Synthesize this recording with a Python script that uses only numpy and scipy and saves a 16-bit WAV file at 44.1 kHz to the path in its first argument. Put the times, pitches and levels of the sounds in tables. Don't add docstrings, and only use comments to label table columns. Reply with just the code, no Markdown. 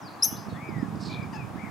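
import sys
import numpy as np
from scipy import signal
from scipy.io import wavfile

SR = 44100
rng = np.random.default_rng(int(sys.argv[2]) if len(sys.argv) > 2 else 0)


def bounce(signal):
    frames = np.transpose(np.atleast_2d(signal))
    limited = np.clip(frames, -1, 1)
    pcm = np.round(limited * 32767).astype(np.int16)
    wavfile.write(sys.argv[1], SR, pcm)


N = 74970
T = np.arange(N) / SR

# frequency_hz, relative_density_db
HUSH_SPECTRUM = [(30, -23), (60, -9), (110, 0.5), (250, 6), (480, -5), (900, 6.5), (1400, -4),
                 (2000, -10.5), (3000, -19.5), (5000, -22), (9000, -26), (15000, -33)]
# frequency_hz, correlation
HUSH_CORRELATION = [(100, 1), (640, 0.61), (1400, 0.52), (3000, 0.3), (15000, 0.61)]
# time_s, level_db
WIND_GUSTS = [(0, -48.5), (.2, -53), (.34, -39), (.45, -43.5), (.53, -33), (.59, -41), (.66, -46.5),
              (.71, -38.5), (.81, -33.5), (.88, -34.5), (.96, -31.5), (1.04, -36.5), (1.1, -34),
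              (1.25, -37), (1.37, -37.5), (1.55, -39), (1.7, -40.5)]
# frequency_hz, relative_density_db
WIND_SPECTRUM = [(30, -45), (45, -40), (65, -11), (115, 4), (160, 4), (240, -2.5), (340, -12.5),
                 (500, -21.5), (1000, -47), (3000, -91)]
# time_s, level_db, pitch_hz
BUFFETS = [(0.328, -24, 219), (0.692, -26.5, 335), (0.705, -28.5, 178), (0.774, -27.5, 185),
           (0.8307, -14.5, 233), (1.061, -29, 228), (1.085, -27, 168), (1.197, -20, 160), (1.434, -25, 160),
           (1.559, -23.5, 206), (1.639, -25, 190)]
# start_s, length_s, first_hz, middle_hz, last_hz, level_db
TWITTERS = [(0.01, 0.058, 6450, 5100, 4880, -57.5), (0.057, 0.038, 4830, 4490, 3680, -51.5),
            (0.135, .018, 4750, 4580, 4400, -58), (0.189, 0.046, 4400, 4000, 4160, -58),
            (0.27, 0.076, 3000, 2947, 2830, -59.5), (0.486, 0.029, 4450, 4330, 3980, -58.5),
            (0.496, 0.0247, 3850, 3840, 3550, -60), (0.529, 0.053, 3200, 3500, 3130, -63.5),
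            (0.687, 0.015, 4900, 5100, 4700, -59), (0.784, 0.043, 4500, 5150, 5000, -62.5),
            (0.955, 0.006, 5400, 4860, 4360, -56.5), (1.227, 0.01, 5000, 5000, 5000, -57),
            (1.324, 0.0487, 4490, 5080, 5030, -55.5)]
# time_s, pitch_hz, level_db
UPSLUR = [(.3, 3270, -66), (.342, 3414, -58.5), (.356, 3394, -61), (.366, 3940, -51.5), (.375, 4630, -54),
          (.388, 4980, -50.5), (.42, 5080, -60), (.432, 5340, -64)]
# time_s, centre_hz, level_db
SCOLD = [(.985, 5070, -66), (1.01, 4900, -51.5), (1.05, 4674, -46.5), (1.10, 4200, -48.5),
         (1.148, 3826, -47), (1.165, 3820, -68), (1.24, 3750, -70)]
# time_s, pitch_hz, level_db
ARCH = [(.545, 1780, -58), (.565, 1825, -48), (.6, 2110, -53), (.625, 2235, -47), (.657, 2330, -47),
        (.685, 2295, -46), (.722, 2120, -53.5), (.752, 1985, -48), (.8, 1860, -48), (.865, 1650, -56)]
# start_s, length_s, first_hz, middle_hz, last_hz, level_db, warble_depth_hz, warbles_per_s, waver_hz
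WHISTLES = [(1.082, 0.18, 2332, 2385, 2273, -45.5, 79, 39, 16.6),
            (1.359, .084, 2705, 2510, 2290, -47, 9, 77, 18),
            (1.57, 0.128, 1725, 2286, 1757, -47, 103, 47, 96)]
# start_s, length_s, first_hz, middle_hz, last_hz, level_db
YELPS = [(1.327, 0.049, 982.5, 862, 843, -43.5)]
# multiple, gain_db
YELP_HARMONICS = [(1, 3), (2, -4.5), (3, -10.5)]
# time_s, pitch_hz, level_db
CHIRP = [(.2228, 5020, -38), (.2250, 4976, -22), (.2300, 5210, -18.5), (.2340, 5627, -14.5),
         (.2385, 5720, -23.5), (.2460, 6166, -20), (.2530, 6366, -23.5), (.2575, 6110, -21.5),
         (.2605, 5600, -52)]
# delay_s, fundamental_gain_db, octave_gain_db
NEAR_REFLECTIONS = [(.0092, -28, 5), (0.0126, -22, -6)]


def from_db(db):
    return 10 ** (np.asarray(db) / 20)


def rms_one(x):
    return x / np.sqrt(np.mean(np.abs(x) ** 2) + 1e-20)


def pan(left_db):
    return rms_one(from_db([[left_db / 2], [-left_db / 2]]))


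def in_time(rows):
    times, *columns = np.transpose(rows)
    return [np.interp(T, times, column) for column in columns]


def at_hz(points, hz):
    frequencies, values = np.transpose(points)
    return np.interp(np.log(hz), np.log(frequencies), values)


def phase_of(hz):
    return 2 * np.pi * np.cumsum(hz) / SR


def drift(rate_hz):
    lowpass = signal.butter(2, rate_hz, fs=SR, output="sos")
    return rms_one(signal.sosfilt(lowpass, rng.standard_normal(2 * N))[N:])


def hiss_at(hz, half_width_hz):
    wander = drift(half_width_hz) + 1j * drift(half_width_hz)
    return np.real(wander * np.exp(1j * phase_of(hz + np.zeros(N))))


def banded_noise(spectrum, correlation_at, flicker_db):
    edges_hz = 28 * 2 ** np.arange(0, 9.6, .5)
    out, white = 0, rng.standard_normal((2, 2, N))
    for k, (low, high) in enumerate(zip(edges_hz, edges_hz[1:])):
        bandpass = signal.butter(2, [low, high], "band", fs=SR, output="sos")
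        mid, side = signal.sosfilt(bandpass, white[k % 2])
        hz = np.sqrt(low * high)
        alike = correlation_at(hz)
        band = np.sqrt(1 + alike) * mid + np.sqrt(1 - alike) * side * [[1], [-1]]
        out = out + from_db(at_hz(spectrum, hz) + flicker_db * drift(9.2)) * band
    return rms_one(out)


def glide(rows):
    hz, db = in_time(rows)
    return hz, np.sqrt(2) * from_db(db) * (T > rows[0][0]) * (T < rows[-1][0])


def note(start_s, length_s, first_hz, middle_hz, last_hz, level_db):
    progress = np.clip((T - start_s) / length_s, 0, 1)
    hz = np.polyval(np.polyfit([0, .5, 1], [first_hz, middle_hz, last_hz], 2), progress)
    ramp = np.clip(np.minimum(progress, 1 - progress) / 0.21, 0, 1)
    return hz, np.sqrt(2) * from_db(level_db) * np.sin(np.pi / 2 * ramp)


def scatter(x, t60_s, delay_s, alike):
    age = T - delay_s
    common, own = rng.standard_normal(N), rng.standard_normal((2, N))
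    decay = (age > 0) * np.exp(-np.log(1000) * np.abs(age) / t60_s)
    tail = (np.sqrt(alike) * common + np.sqrt(1 - alike) * own) * decay
    return signal.fftconvolve(x[None], rms_one(tail) / np.sqrt(N), axes=1)[:, :N]


def far_off(x, left_db, echo_db):
    return pan(left_db) * x + from_db(echo_db) * scatter(x, t60_s=0.31, delay_s=0.013, alike=0.85)


def hush():
    air = banded_noise(HUSH_SPECTRUM, lambda hz: at_hz(HUSH_CORRELATION, hz), flicker_db=0.75)
    return from_db(-43) * pan(left_db=0.96) * air


def wind():
    gust_db, = in_time(WIND_GUSTS)
    lumps_db = 3.5 * drift(rate_hz=46.4)
    rumble = from_db(gust_db + lumps_db) * banded_noise(WIND_SPECTRUM, lambda hz: 0.62, flicker_db=1.5)
    thumps, half_width_s = 0, 0.0031
    for time_s, level_db, hz in BUFFETS:
        envelope = from_db(level_db) * np.exp(-((T - time_s) / half_width_s) ** 2)
        thumps = thumps + envelope * np.sin(2 * np.pi * hz * (T - time_s))
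    return pan(left_db=-7.5) * rumble + pan(left_db=-15) * thumps


def twitterer():
    waver_hz = 45.4
    notes = [note(*row) for row in TWITTERS] + [glide(UPSLUR)]
    song = sum(level * np.sin(phase_of(hz + waver_hz * drift(300))) for hz, level in notes)
    return far_off(song, left_db=4.5, echo_db=-3.5)


def scolder():
    hz, db = in_time(SCOLD)
    height = (hz - hz.min()) / np.ptp(hz)
    lower = np.sqrt(height) * hiss_at(hz, 780) + np.sqrt(1 - height) * hiss_at(hz, 390)
    upper = np.sqrt(height) * hiss_at(1.62 * hz, half_width_hz=772.2)
    pulses_per_s = 95 * (1 + .5 * drift(65.3))
    pulses = 1 + .45 * np.sin(phase_of(pulses_per_s))
    level = from_db(db) * (T > SCOLD[0][0]) * (T < SCOLD[-1][0])
    return far_off(level * pulses * (lower + from_db(-12.5) * upper), left_db=-5, echo_db=-6)


def whistler():
    hz, level = glide(ARCH)
    buzz_per_s = 200 * (1 + 0.068 * drift(60))
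    buzz = np.sin(phase_of(buzz_per_s))
    shaken_hz = hz + 85 * buzz + 17 * drift(210)
    song = level * (1 + 0.32 * buzz) * np.sin(phase_of(shaken_hz))
    for start_s, *shape, depth_hz, warbles_per_s, waver_hz in WHISTLES:
        hz, level = note(start_s, *shape)
        warble_hz = depth_hz * np.sin(2 * np.pi * warbles_per_s * (T - start_s))
        song = song + level * np.sin(phase_of(hz + warble_hz + waver_hz * drift(230)))
    return far_off(song, left_db=10, echo_db=-9)


def waterbird():
    call, roughness_hz = 0, 55
    for row in YELPS:
        hz, level = note(*row)
        phase = phase_of(hz + roughness_hz * drift(530))
        voice = sum(from_db(db) * np.sin(multiple * phase) for multiple, db in YELP_HARMONICS)
        rasp = from_db(-16.5) * hiss_at(5470, half_width_hz=1200)
        call = call + level * (voice + rasp)
    return far_off(call, left_db=8, echo_db=-10)


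def grebe_chick():
    hz, level = glide(CHIRP)
    phase = phase_of(hz)
    height = (hz - hz.min()) / np.ptp(hz)
    airy_edge = from_db(-16.5) * height * drift(2190) * np.cos(phase)
    tone = level * (np.sin(phase) + airy_edge)
    octave = level * from_db(-15.5 + 0.5 * height) * np.sin(2 * phase)
    third = level * from_db(-25) * np.sin(3 * phase)
    near = sum(np.roll(from_db(tone_db) * tone + from_db(octave_db) * octave, int(delay_s * SR))
               for delay_s, tone_db, octave_db in NEAR_REFLECTIONS)
    into_stems = from_db(-18) * tone + from_db(8) * octave + third
    nest = scatter(into_stems, t60_s=0.091, delay_s=0.004, alike=0.8)
    bank = from_db(-13) * scatter(tone, t60_s=0.42, delay_s=0.012, alike=0.81)
    bank += from_db(4.5) * scatter(octave, t60_s=0.28, delay_s=0.012, alike=0.54)
    return pan(left_db=4) * (tone + octave + near + nest) + pan(left_db=2) * bank


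def scene():
    return grebe_chick() + whistler() + twitterer() + scolder() + waterbird() + wind() + hush()


def record(dry):
    low_cut_hz, high_cut_hz = 83.3, 15800
    thinned = signal.sosfilt(signal.butter(2, low_cut_hz, "high", fs=SR, output="sos"), dry)
    return signal.sosfilt(signal.ellip(10, .1, 80, high_cut_hz, fs=SR, output="sos"), thinned)


dry = scene()
out = record(dry)
bounce(out)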